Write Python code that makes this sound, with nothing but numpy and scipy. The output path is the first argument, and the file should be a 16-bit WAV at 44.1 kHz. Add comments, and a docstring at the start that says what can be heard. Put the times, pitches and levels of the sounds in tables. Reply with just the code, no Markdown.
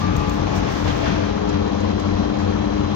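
"""Inside a moving city bus, heard from the back seats.
From the start an engine hums and throbs, slowing slightly, over the surging tones of the drive shaft; the
cabin booms, panels ring, tyres roar and air hisses, with swishes and clicks of a hand-held device and road bumps.
The device turns from wall to aisle, rebalancing tones and resonances; during the turn a rush of air swells and
dies away; panel chatter and short rattles begin during it and go on after. Shafts are sines, the rest mostly noise."""
import sys
import numpy as np
from scipy import signal
from scipy.fft import rfft, irfft
from scipy.io import wavfile
from scipy.ndimage import uniform_filter1d

SR = 44100
rng = np.random.default_rng(int(sys.argv[2]) if len(sys.argv) > 2 else 0)


def wav_out(sig):
    """Save sig, one row per channel (or a flat mono array), as 16-bit PCM at SR to the path in sys.argv[1]."""
    wavfile.write(sys.argv[1], SR, np.round(np.clip(np.atleast_2d(sig).T, -1, 1) * 32767).astype(np.int16))


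N = 130095
T, HZ = np.arange(N) / SR, np.fft.rfftfreq(N, 1 / SR)

# Crankshaft speed: t/s, speed/(turns per s)
CRANK_SPEED = [(0, 35.15), (.3, 35.0), (.65, 35.35), (1.05, 34.72), (1.35, 34.4), (1.6, 33.95),
               (1.9, 33.65), (2.25, 33.65), (2.95, 33.85)]
# Drive shaft speed: t/s, speed/(turns per s)
SHAFT_SPEED = [(0, 49.25), (.8, 49.33), (1.5, 49.58), (2.2, 49.83), (2.95, 49.95)]
# Multiples of crank speed in the engine hum: order/1
CRANK_ORDERS = [12, 21, 24, 30]
# Engine hum, one row per order: level facing wall/dB, level facing aisle/dB
CRANK_FACING = [(-33, -33.5), (-47, -39.5), (-44.5, -41.5), (-42.5, -44)]
# Multiples of shaft speed in the shaft hum: order/1
SHAFT_ORDERS = [1, 2, 3, 10, 11, 12, 24]
# Shaft hum, one row per order: level facing wall/dB, level facing aisle/dB
SHAFT_FACING = [(-28.5, -52), (-32.5, -51), (-36.5, -42.5), (-36, -34), (-37, -35.5), (-46.5, -52.5),
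                (-38, -65)]
# Engine throb: t/s, level/dB
THROB_LEVEL = [(0, -32), (1.05, -33), (1.2, -26.5), (1.6, -23.5), (2.95, -22.7)]
# Drive shaft drone: t/s, level/dB
DRONE_LEVEL = [(0, -33.5), (.12, -24), (.3, -25), (.45, -26), (.7, -29.5), (.95, -23), (1.06, -26.5),
               (1.2, -23.5), (1.35, -28.5), (1.55, -21), (1.7, -28), (1.82, -23.5), (2.02, -23),
               (2.17, -22.5), (2.4, -24), (2.52, -25), (2.8, -20), (2.95, -28)]
# Passing engine tones: multiple of crank speed/1
SWELL_ORDERS = [24, 24, 19, 19, 12]
# Passing engine tones, one row per order: peak t/s, mean level/dB, half length/s
SWELLS = [(.2, -34, .15), (.55, -39, .15), (.62, -32.5, .28), (1.08, -26.5, .17), (1.5, -24.5, .2)]
# Cabin boom before BOOM_GAIN_DB: t/s, level/dB
BOOM_LEVEL = [(0, -33), (.04, -23), (.12, -30.5), (.19, -30), (.24, -37), (.44, -26), (.76, -39),
              (.81, -28), (1.01, -33), (1.21, -27.5), (1.46, -39.5), (1.54, -24.5), (1.73, -35),
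              (1.83, -23), (1.98, -30.5), (2.09, -23), (2.2, -25), (2.3, -39), (2.45, -23), (2.7, -33),
              (2.86, -26), (2.93, -28)]
# Cabin and panel resonances: f/Hz, width/Hz, level facing wall/dB, level facing aisle/dB
RESONANCES = [(56, 20, -31, -28.5), (136, 42, -29, -37.5), (174, 220, -26, -48.5), (188, 15, -35.5, -33.5),
              (1118, 12, -54, -46), (1767, 20, -68, -49.5), (3200, 230, -59, -41.5), (3955, 240, -66, -39)]
# Briefly singing panels: start/s, end/s, f/Hz, width/Hz, level/dB, fade/s
SINGS = [(-.1, .22, 1181, 14, -31, .07), (-.1, .24, 1222, 45, -35, .05), (.12, .25, 2505, 30, -39.5, .15),
         (-.1, .48, 189, 8, -25.5, .15), (.35, .75, 1109, 6, -40, .15)]
# Tyre and road spectrum before ROAD_LEVEL: f/Hz, density/(dB per Hz)
ROAD_SPECTRUM = [(20, -70), (32, -70.5), (45, -45), (65, -46.5), (110, -51), (160, -51.5), (250, -51),
                 (350, -50.5), (500, -50.5), (700, -57), (1100, -59), (1600, -66.5), (2200, -66.5),
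                 (3400, -67), (4800, -69.5), (6300, -71), (7000, -79), (8200, -104), (16000, -116)]
# Road gain: t/s, level/dB
ROAD_LEVEL = [(0, -2.5), (.6, 2), (1.3, 1), (1.7, 0.5), (2.1, 1.5), (2.3, 0.5), (2.47, 1), (2.95, 0.5)]
# Air spectrum before RUSH_LEVEL: f/Hz, density/(dB per Hz)
RUSH_SPECTRUM = [(200, -42), (450, -59), (800, -55), (1300, -57), (2300, -56.5), (3500, -57.5),
                 (4800, -61.5), (6300, -63.5), (7100, -76), (8200, -92.5), (16000, -115)]
# Air gain: t/s, level/dB
RUSH_LEVEL = [(0, -5), (.3, -8.5), (.47, -10), (.65, -6.5), (.83, -8.5), (.885, -1.5), (.97, -7),
              (1.04, -3), (1.08, 1), (1.12, -2.5), (1.17, -5.5), (1.27, -8.5), (1.37, -14.5), (1.48, -29),
              (1.53, -6), (1.62, -22.5), (2.95, -20)]
# Hand swish spectrum before SWISH_LEVEL: f/Hz, density/(dB per Hz)
SWISH_SPECTRUM = [(2000, -81.5), (6500, -62), (8200, -79), (11000, -84), (13500, -87.5), (16000, -83)]
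# Swish gain: t/s, level/dB
SWISH_LEVEL = [(0, -5.5), (.08, -20), (.2, -8), (.25, -14), (.34, -5), (.42, -16), (.54, -12), (.565, 1.5),
               (.63, -17), (.72, -2.5), (.8, -6), (.95, -7.5), (1.1, -10.5), (1.2, -22), (1.4, -45),
               (2.95, -41.5)]
# Likeness of noise at the two microphones: f/Hz, likeness/(0-1)
LIKENESS = [(60, 0.94), (300, 0.95), (520, 0.91), (700, 0), (1200, 0.14), (3000, 0.13), (8000, 0)]
# Handling clicks: t/s, gain/dB
CLICKS = [(0.1623, -32.5), (0.293, -33.5), (.554, -49)]
# Click spectrum shape: f/Hz, gain/dB
CLICK_COLOUR = [(1000, -9), (5000, 10.5), (7000, 2), (9000, -12), (13000, 2), (16000, -7)]
# Road bumps: t/s, gain/dB, f/Hz
BUMPS = [(.012, -20, 95), (.166, -14, 70), (.335, -24, 50), (.58, -23, 50), (2.58, -19.5, 57),
         (2.65, -21, 57), (2.79, -21, 57)]
# Panel chatter bursts: peak t/s, level/dB, half length/s
SHAKES = [(.672, -37, .018), (1.085, -31, .025), (1.26, -35, .035), (1.545, -37, .035), (2.42, -39, .04),
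          (2.53, -39, .03)]
# Loose panel modes: f/Hz, width/Hz, gain/dB
PANEL_MODES = [(1480, 130, -2), (1900, 220, 3.5), (2380, 230, 2), (3100, 350, -6.5), (3930, 450, -8)]
# Rattles: t/s, gain/dB, decay/s, treble tilt at RATTLE_TOP_HZ/dB
RATTLES = [(1.255, -38, 0.014, -9), (1.387, -41, 0.009, 9), (1.49, -25, 0.0032, -7),
           (1.802, -35.5, 0.013, -0.5), (1.9975, -24, 0.0024, 1), (2.385, -39, 0.052, -2),
           (2.50, -43, 0.042, -7.5), (2.65, -43, .015, -2)]
# Rattle spectrum shape before tilt: f/Hz, gain/dB
RATTLE_COLOUR = [(800, -8), (3000, -4), (6800, 11.5), (8500, -12.5), (11000, -9.5), (13000, -22.5),
                 (16000, -19)]
# Left microphone response, dull: f/Hz, gain/dB
LEFT_MIC = [(35, -5.5), (90, -1), (200, -0.57), (600, -1.63), (1300, 0), (2000, -5), (3000, -10),
            (4000, -13.5), (5000, -19), (6300, -26.5), (8000, -31.5), (15000, -27)]
# Right microphone delay: f/Hz, lag/s
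RIGHT_LAG = [(50, .00075), (100, .0009), (600, .0009), (1500, .00118)]

TURN_S = (0.44, 1.5)  # start and end of the turn from wall to aisle
WAVER_DB, WAVER_HZ, WAVER_RAD = 1.37, 6.1, .2
THROB_HZ, THROB_WIDTH_HZ, THROB_SPREAD_DB, THROB_JITTER_S = 208, 18, 1.8, .0004
DRONE_ORDER, DRONE_RAD = 6, 0.69
SWELL_WAVER_DB, SWELL_WAVER_HZ = 1.5, 14
BOOM_HZ, BOOM_DRIFT_RAD, BOOM_DRIFT_HZ, BOOM_GAIN_DB = 92.2, 0.27, 4.3, 3.5
SING_RISE_S = 0.018
PATCH_DB, FLUTTER_DB, FLUTTER_HZ = 0.9, .85, 38
CLICK_DECAY_S, CLICK_TAIL_DB, CLICK_TAIL_S = 0.0035, 1, 0.011
CASE_HZ, CASE_WIDTH_HZ, CASE_DB, CASE_RISE_S = 6500, 1300, 7.5, 0.003
BUMP_RISE_S = 0.016
TAPS_PER_S, TAP_SPREAD_DB, PANEL_TOP_HZ = 490, 3.5, 5000
RATTLE_RISE_S, RATTLE_TAIL_DB, RATTLE_TAIL_S, RATTLE_TOP_HZ = .001, -14.5, 0.019, 14000
RIGHT_DB = -8.5
PORT_HZ, PORT_WIDTH_HZ, PORT_DB = 15000, 650, 13
LOW_CUT_HZ, EDGE_HZ = 45, 15750


def amp(db):
    """Decibels to gain."""
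    return 10 ** (np.asarray(db) / 20)


def unit(x):
    """Scales to rms 1."""
    return x / np.sqrt(np.mean(abs(x) ** 2) + 1e-20)


def curve(points):
    """Interpolates a control over time."""
    return np.interp(T, *np.transpose(points))


def read(points, hz):
    """Reads a table on a log-frequency axis."""
    f, value = np.transpose(points)
    return np.interp(np.log(hz + 1), np.log(f), value)


def colour(x, gain):
    """Filters by a gain per frequency."""
    return irfft(rfft(x) * gain, N)


def noise(channels=2):
    """White noise, one row per channel."""
    return rng.standard_normal((channels, N))


def drift(hz):
    """Slow random motion of rms 1, rolled off above hz."""
    return unit(colour(noise(1)[0], (HZ > 0) / (1 + (HZ / hz) ** 4)))


def ring(hz, width_hz):
    """Noise in one resonance, rms 1."""
    return unit(colour(noise(1)[0], 1 / (1 + ((HZ - hz) / (width_hz / 2)) ** 2)))


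def facing(wall_db, aisle_db):
    """Gain that changes as the hand-held device turns."""
    return amp(np.interp(T, TURN_S, [wall_db, aisle_db]))


def swell(peak_s, half_s):
    """Smooth rise and fall around a moment."""
    return np.exp(-((T - peak_s) / half_s) ** 2)


def tone(speed, order, rad):
    """One multiple of a turning shaft, rms 1, with an unsteady phase."""
    turns = order * np.cumsum(curve(speed)) / SR + rng.random()
    return np.sqrt(2) * np.sin(2 * np.pi * turns + rad * drift(WAVER_HZ))


def hum(speed, orders, levels):
    """Multiples of a turning shaft, each wavering in level."""
    out = np.zeros(N)
    for order, (wall_db, aisle_db) in zip(orders, levels):
        waver = amp(WAVER_DB * drift(WAVER_HZ))
        out += tone(speed, order, WAVER_RAD) * facing(wall_db, aisle_db) * waver
    return out


def wash(spectrum):
    """Two-channel noise with drifting patches, alike in the bass and diffuse above."""
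    hz, _, (a, b) = signal.stft(noise(), SR, nperseg=1024, noverlap=768)
    same = np.clip(read(LIKENESS, hz), 0, 1)[:, None]
    patches = uniform_filter1d(rng.standard_normal(a.shape), size=14, axis=0)  # over frequency
    patches = unit(uniform_filter1d(patches, size=10, axis=1))  # over time
    pair = np.array([a, same * a + np.sqrt(1 - same ** 2) * b]) * amp(PATCH_DB * patches)
    patchy = unit(signal.istft(pair, nperseg=1024, noverlap=768)[1][:, :N])
    shaped = colour(patchy, amp(read(spectrum, HZ)) * np.sqrt(SR / 2))  # density per Hz
    return shaped * amp(FLUTTER_DB * drift(FLUTTER_HZ))


def engine_hum():
    """Crankshaft harmonics follow the engine speed."""
    return hum(CRANK_SPEED, CRANK_ORDERS, CRANK_FACING)


def throb():
    """One uneven pulse per two crank turns excites a low body resonance."""
    speed = curve(CRANK_SPEED)
    turns = np.cumsum(speed) / SR + speed * THROB_JITTER_S * drift(WAVER_HZ)
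    cycle = np.floor(turns / 2)
    pulses = np.diff(cycle, prepend=0) * amp(THROB_SPREAD_DB * rng.standard_normal(N))
    body = np.exp(-((HZ - THROB_HZ) / THROB_WIDTH_HZ) ** 2)
    return unit(colour(pulses, body)) * amp(curve(THROB_LEVEL))


def engine_swells():
    """Single crank harmonics swell and fade at the changing engine speed."""
    out = np.zeros(N)
    for order, (peak_s, db, half_s) in zip(SWELL_ORDERS, SWELLS):
        level = amp(db + SWELL_WAVER_DB * drift(SWELL_WAVER_HZ))
        out += tone(CRANK_SPEED, order, WAVER_RAD) * level * swell(peak_s, half_s)
    return out


def shaft():
    """Drive shaft harmonics, with one surging, phase-unsteady drone."""
    drone = tone(SHAFT_SPEED, DRONE_ORDER, DRONE_RAD) * amp(curve(DRONE_LEVEL))
    return hum(SHAFT_SPEED, SHAFT_ORDERS, SHAFT_FACING) + drone


def boom():
    """The cabin air booms as one low tone of drifting phase and surging level."""
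    phase = 2 * np.pi * (BOOM_HZ * T + rng.random()) + BOOM_DRIFT_RAD * drift(BOOM_DRIFT_HZ)
    return np.sqrt(2) * np.sin(phase) * amp(curve(BOOM_LEVEL) + BOOM_GAIN_DB)


def resonances():
    """Cabin and panel resonances stirred by the road, as resonant noise bands."""
    return sum(ring(hz, width_hz) * facing(wall_db, aisle_db)
               for hz, width_hz, wall_db, aisle_db in RESONANCES)


def singing_panels():
    """Panels sing for a moment: tones of wandering pitch that fade exponentially."""
    out = np.zeros(N)
    for start, end, hz, width_hz, db, fade_s in SINGS:
        rise = (1 + np.tanh((T - start) / SING_RISE_S)) / 2
        fall = np.exp(-np.maximum(T - end, 0) / fade_s)
        turns = np.cumsum(hz + width_hz / 2 * drift(width_hz)) / SR
        out += amp(db) * rise * fall * np.sqrt(2) * np.sin(2 * np.pi * turns)
    return out


def road():
    """Tyre and road roar: broadband noise of slowly changing level."""
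    return wash(ROAD_SPECTRUM) * amp(curve(ROAD_LEVEL))


def air():
    """Rushing air: broadband noise, there from the start, that swells and dies away during the turn."""
    return wash(RUSH_SPECTRUM) * amp(curve(RUSH_LEVEL))


def swish():
    """The hand rubs over the device: treble noise in strokes."""
    return wash(SWISH_SPECTRUM) * amp(curve(SWISH_LEVEL))


def clicks():
    """Handling clicks: a two-stage decaying crack and a brief ring of the case."""
    out = np.zeros((2, N))
    crack = unit(colour(noise(), amp(read(CLICK_COLOUR, HZ))))
    case = ring(CASE_HZ, CASE_WIDTH_HZ) * amp(CASE_DB)
    for start, db in CLICKS:
        age = np.maximum(T - start, 0)
        fall = np.exp(-age / CLICK_DECAY_S) + amp(CLICK_TAIL_DB) * np.exp(-age / CLICK_TAIL_S)
        u = age / CASE_RISE_S
        out += amp(db) * (T > start) * (crack * fall + case * (u * np.exp(1 - u)) ** 2)
    return out


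def bumps():
    """Wheels cross uneven road: the body swings in a short, dull thud."""
    out = np.zeros(N)
    for start, db, hz in BUMPS:
        age = np.maximum(T - start, 0)
        u = age / BUMP_RISE_S
        out += amp(db) * u * np.exp(1 - u) * np.sin(2 * np.pi * hz * age)
    return out


def shakes():
    """A loose panel chatters: clumps of small random taps ring its modes."""
    hits = rng.random((2, N)) < TAPS_PER_S / SR
    signs = rng.choice([-1, 1], (2, N))
    taps = hits * signs * amp(TAP_SPREAD_DB * noise())
    modes = sum(amp(db) / (1 + 2j * (HZ - hz) / width_hz) for hz, width_hz, db in PANEL_MODES)
    damping = 1 / (1 + (HZ / PANEL_TOP_HZ) ** 8)
    bursts = sum(amp(db) * swell(peak_s, half_s) for peak_s, db, half_s in SHAKES)
    return unit(colour(taps, modes * damping)) * bursts


def rattles():
    """Loose fittings tick: shaped noise bursts with a second, weaker decay."""
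    out = np.zeros((2, N))
    for start, db, decay_s, top_db in RATTLES:
        age = np.maximum(T - start, 0)
        rise = np.minimum(age / RATTLE_RISE_S, 1)
        fall = np.exp(-age / decay_s) + amp(RATTLE_TAIL_DB) * np.exp(-age / RATTLE_TAIL_S)
        tilt_db = top_db * np.minimum(HZ / RATTLE_TOP_HZ, 1) ** 4
        tick = unit(colour(noise(), amp(read(RATTLE_COLOUR, HZ) + tilt_db)))
        out += amp(db) * rise * fall * tick
    return out


def scene():
    """Sums engine, drive shaft, cabin, road, air and small noises."""
    engine = engine_hum() + throb() + engine_swells()
    cabin = boom() + resonances() + singing_panels()
    knocks = clicks() + bumps() + shakes() + rattles()
    return engine + shaft() + cabin + road() + air() + swish() + knocks


def record(dry):
    """Two unlike microphones with a port resonance and a low cut, then the band limit."""
    left = amp(read(LEFT_MIC, HZ))
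    right = amp(RIGHT_DB) * np.exp(-2j * np.pi * HZ * read(RIGHT_LAG, HZ))
    port = amp(PORT_DB * np.exp(-((HZ - PORT_HZ) / PORT_WIDTH_HZ) ** 2))
    low_cut = 1 / np.sqrt(1 + (LOW_CUT_HZ / (HZ + 1)) ** 8)
    heard = colour(dry, np.array([left, right]) * port * low_cut)
    band_limit = signal.firwin(511, EDGE_HZ, window=("kaiser", 9), fs=SR)
    return signal.oaconvolve(heard, band_limit[None], "same")


dry = scene()
out = record(dry)
wav_out(out)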